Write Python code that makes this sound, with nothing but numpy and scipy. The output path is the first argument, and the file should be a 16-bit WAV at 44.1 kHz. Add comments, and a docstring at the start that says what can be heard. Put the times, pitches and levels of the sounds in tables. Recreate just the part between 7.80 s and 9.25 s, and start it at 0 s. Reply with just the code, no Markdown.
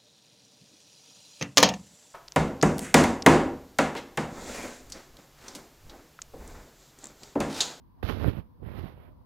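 """Night gusts on a phone microphone

Outdoors at night, two gusts hit a phone's right microphone port; the left port lies in the lee.
Right on the microphone, large eddies rumble, small ones tear and hiss, and a few thump the diaphragm.
Farther off, wind rushes in bare trees and howls faintly, over a distant hum and the microphones' hiss."""
import sys
import numpy as np
from scipy import signal
from scipy.fft import rfft, irfft
from scipy.io import wavfile
from scipy.ndimage import uniform_filter1d

SR = 44100
rng = np.random.default_rng(int(sys.argv[2]) if len(sys.argv) > 2 else 0)


def inscribe(sig):
    """Save sig as 16-bit PCM at rate SR to the path in sys.argv[1].

    A 1-D sig is mono; a 2-D sig holds one channel per row.
    Samples are clipped to [-1, 1] before scaling.
    """
    pcm = np.round(np.clip(np.atleast_2d(sig).T, -1, 1) * 32767)
    wavfile.write(sys.argv[1], SR, pcm.astype(np.int16))


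N = 63945
T = np.arange(N) / SR

# spectrum of the large eddies at either port: frequency_hz, relative_db
RUMBLE_SPECTRUM = [(20, -39), (30, -16), (42, -1), (60, -2.5), (90, 2.5), (140, -5.5), (240, -8.5),
                   (400, -16.5), (700, -26), (1400, -39), (3000, -89)]
RUMBLE_COLUMN, HISS_COLUMN, FINE_COLUMN = 1, 2, 3  # layers of the gust tables
FINE_HZ = 3700  # the finest eddies lie above this


def gust_gain(column):
    """Gain of one layer as two gusts reach the phone, each with a sharp attack and a short release."""
    # wind strength in each gust: time_s, rumble_db, hiss_db, fine_eddy_gain_db
    first_gust = [(.229, -28.5, -31.5, -2), (.24, -28, -40, 10), (.274, -37, -38, 7), (.297, -24, -30.5, 7),
                  (.315, -27, -36.5, 8.5), (.358, -31, -44, 9.5), (.385, -32.5, -42.5, 7),
                  (.436, -24, -38, 5.5), (.458, -22, -38.5, 2.5), (.483, -23, -34.5, 0),
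                  (.503, -26.5, -41, 7), (.525, -37.5, -48.5, 6), (.555, -39, -46, -3),
                  (.578, -29.5, -46, 3), (.6, -35.5, -50.5, 3), (.628, -54.5, -64.5, 1),
                  (.66, -60.5, -74, -5)]
    second_gust = [(0.799, -46.5, -95, -4), (0.821, -42, -67, -2), (0.833, -37.5, -58.5, -3),
                   (0.869, -36.5, -47.5, -6), (.892, -35.5, -49, 1), (.93, -41, -48.5, -1),
                   (.965, -35.5, -46, 1), (.988, -35, -42, 3), (1.015, -35, -49.5, 6.5),
                   (1.042, -34.5, -48.5, 4.5), (1.078, -43.5, -46, 0), (1.109, -48, -53.5, 5),
                   (1.155, -52.5, -59.5, 0), (1.2, -50, -56.5, -5), (1.24, -61, -54.5, -3),
                   (1.291, -49.5, -59, -11), (1.34, -58, -80, -9)]
    attack_s, release_s = 0.0011, 0.03
    gain = 0
    for gust in (np.array(first_gust), np.array(second_gust)):
        times = gust[:, 0]
        edges = np.exp(np.minimum(T - times[0], 0) / attack_s - np.maximum(T - times[-1], 0) / release_s)
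        gain = gain + edges * undb(np.interp(T, times, gust[:, column]))
    return gain


def turbulence():
    """On the windward port, large eddies rumble; small ones hiss in spurts and make its cavity fizz."""
    # spectra of the small eddies and of the cavity's resonance: frequency_hz, relative_db
    hiss_spectrum = [(120, -2), (300, 2), (550, 3.5), (1000, -1), (2000, -6.5), (3400, -13), (4500, -21),
                     (6000, -33), (8000, -49.5), (11000, -48)]
    cavity_spectrum = [(6000, -58), (8000, -28.5), (10000, -9.5), (11500, -1.5), (12700, 0.5),
                       (14000, -5.5), (15500, -16)]
    rough_hz, rumble_rough_db, hiss_rough_db = 263, 3.5, 1
    flutter_db = 1  # the hiss swells with each swing of the large eddies
    fizz_db, full_hiss_db, fizz_growth = -59.5, -40.5, 0.99  # growth in dB per dB of hiss
    large_eddies = steady(noise(RUMBLE_SPECTRUM))
    rumble = large_eddies * gust_gain(RUMBLE_COLUMN) * undb(rumble_rough_db * waver(rough_hz))
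    strength = gust_gain(HISS_COLUMN)
    small_eddies = noise(hiss_spectrum)
    coarse = signal.sosfiltfilt(signal.butter(3, FINE_HZ, fs=SR, output="sos"), small_eddies)
    fine = (small_eddies - coarse) * gust_gain(FINE_COLUMN)
    hiss = (coarse + fine) * strength
    fizz = noise(cavity_spectrum) * undb(fizz_db) * (strength / undb(full_hiss_db)) ** fizz_growth
    spurts = steady(undb(hiss_rough_db * waver(rough_hz) + flutter_db * large_eddies))
    return rumble + (hiss + fizz) * spurts


def thumps():
    """Each eddy is a short drop in pressure; the port swings back after it and the duct rings briefly."""
    # single eddies arriving at the port: peak_s, pressure_db, half_length_ms
    eddies = [(.2305, -15, 0.38), (0.2328, -14.5, 0.52), (.238, -9.5, 4.6), (.2892, -13.5, 0.062),
              (0.2954, -12, .08), (.298, -14.5, 0.052), (.301, -11, 0.031), (0.3019, -13, 0.38),
              (0.3247, -20.5, 0.16), (.413, -21.5, 0.4), (0.4447, -10.5, 0.26), (.4545, -13, 1.1),
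              (0.466, -9, 1.8), (.482, -8, 1.26), (.571, -21, 2), (.586, -23.5, 1.9), (.830, -29, 0.64),
              (0.864, -23.5, 0.98), (.888, -28.5, .22), (.989, -21.5, 1.3), (.996, -29, 0.13),
              (1.037, -22.5, 1.5)]
    port_hz, port_q = 79.3, 1.27  # bass roll-off of the port
    duct_hz, duct_q = 3530, 0.82  # treble roll-off of the duct behind it
    pulses = sum(undb(db) / (1 + ((T - peak_s) * 1e3 / ms) ** 2) ** 1.5 for peak_s, db, ms in eddies)
    suction = -crackle() - pulses
    port_w, duct_w = 2 * np.pi * port_hz, 2 * np.pi * duct_hz
    port = signal.bilinear([1, 0, 0], [1, port_w / port_q, port_w ** 2], SR)
    duct = signal.bilinear([duct_w ** 2], [1, duct_w / duct_q, duct_w ** 2], SR)
    swung = signal.lfilter(*port, suction)
    rung = signal.lfilter(*duct, swung)
    return signal.sosfilt(signal.butter(2, FINE_HZ, fs=SR, output="sos"), rung)


def crackle():
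    """Small eddies tick against the port at random, harder as the gust hisses louder."""
    ticks_per_s, over_hiss_db, spread_db, corner_hz = 170, 7, 1.5, 650
    hits = rng.random(N) < ticks_per_s / SR
    ticks = hits * undb(over_hiss_db + spread_db * rng.standard_normal(N)) * gust_gain(HISS_COLUMN)
    return signal.lfilter([1], [1, -np.exp(-2 * np.pi * corner_hz / SR)], ticks)


def breeze(level_db):
    """Lighter wind buffets the phone and rushes in the bare trees behind it."""
    # spectrum of the breeze: frequency_hz, relative_db
    spectrum = [(20, -24), (40, -12), (60, 0.5), (90, -2), (140, -12), (260, -14), (400, -27), (700, -25.5),
                (1050, -25), (1500, -37.5), (2500, -49.5), (5000, -51), (7000, -64)]
    # its rise and fall: time_s, gain_db
    swells = [(0, -7), (.13, -20.5), (.185, -1), (.4, 2.5), (.54, 4), (.7, -6), (.8, -3.5), (.88, 0),
              (1.05, 2), (1.2, -2), (1.45, -3.5)]
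    swell_db = np.interp(T, *np.array(swells).T)
    return steady(noise(spectrum), window_samples=2000) * undb(level_db + swell_db)


def howl():
    """Wind in branches and railings sounds narrow, unsteady tones that swell and creep up in pitch."""
    # resonances: start_s, peak_s, pitch_hz, width_hz, level_db
    resonances = [(.25, 1.15, 507.3, 30.5, -64.5), (.9, 1.36, 607, 28, -68.5)]
    fade_s, rise_per_s = 0.35, 0.084
    tones = 0
    for start_s, peak_s, pitch_hz, width_hz, level_db in resonances:
        phase = 2 * np.pi * np.cumsum(pitch_hz * (1 + rise_per_s * (T - peak_s))) / SR
        tone = unit(waver(width_hz / 2) * np.cos(phase) + waver(width_hz / 2) * np.sin(phase))
        swell = np.interp(T, [start_s, peak_s, peak_s + fade_s], [0, 1, 0])
        tones = tones + tone * undb(level_db) * swell
    return tones


def night_hum(level_db):
    """The steady, low hum of the night, far from the microphones."""
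    # spectrum of the hum: frequency_hz, relative_db
    spectrum = [(20, -10.5), (60, 4), (130, -4), (250, -7), (450, -22.5), (700, -31.5), (980, -13),
                (1250, -32.5), (2000, -42), (4000, -61)]
    return noise(spectrum) * undb(level_db)


def microphone_hiss(level_db):
    """One microphone's own faint hiss."""
    # its noise floor: frequency_hz, relative_db
    spectrum = [(1000, 5), (2500, 1), (4700, 0.5), (6000, -9), (7500, -16), (10000, -7), (12500, 1.5),
                (15500, -0.5)]
    return noise(spectrum) * undb(level_db)


def undb(db):
    """Decibels to gain."""
    return 10 ** (np.asarray(db) / 20)


def unit(x):
    """Scale to rms 1."""
    return x / np.std(x)


def shaped(gain):
    """Noise of rms 1 with the given gain over frequency."""
    hz = np.arange(N // 2 + 1) * SR / N + 1
    return unit(irfft(rfft(rng.standard_normal(N)) * gain(hz), N))


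def noise(points):
    """Noise of rms 1 with a spectrum of (Hz, dB) points."""
    hz, db = np.array(points).T
    return shaped(lambda f: undb(np.interp(np.log(f), np.log(hz), db)))


def waver(hz):
    """Random wavering up to about the given rate, spread 1."""
    return shaped(lambda f: np.exp(-(f / hz) ** 2))


def steady(x, window_samples=900):
    """Hold a noise at steady strength, so that the wind alone sets its swells."""
    power = uniform_filter1d(x ** 2, window_samples)
    return x / np.sqrt(uniform_filter1d(power, window_samples))


def scene():
    """The gusts strike the right port and barely reach the left; both hear the night around them."""
    lee_db = -54
    windward = turbulence() + thumps()
    left = breeze(level_db=-53.5) + howl() + night_hum(level_db=-57.5) + microphone_hiss(level_db=-78)
    right = breeze(level_db=-54) + howl() + night_hum(level_db=-56) + microphone_hiss(level_db=-79.5)
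    lee_rumble = noise(RUMBLE_SPECTRUM) * gust_gain(RUMBLE_COLUMN) * undb(lee_db)
    return np.array([left + lee_rumble, right + windward])


def record(dry):
    """The phone cuts the deepest bass and the top of the treble."""
    low_cut_hz, high_cut_hz = 34.3, 15650
    low_cut = signal.butter(4, low_cut_hz, "high", fs=SR, output="sos")
    high_cut = signal.ellip(10, 0.2, 80, high_cut_hz, fs=SR, output="sos")
    return signal.sosfilt(high_cut, signal.sosfilt(low_cut, dry))


dry = scene()
out = record(dry)
inscribe(out)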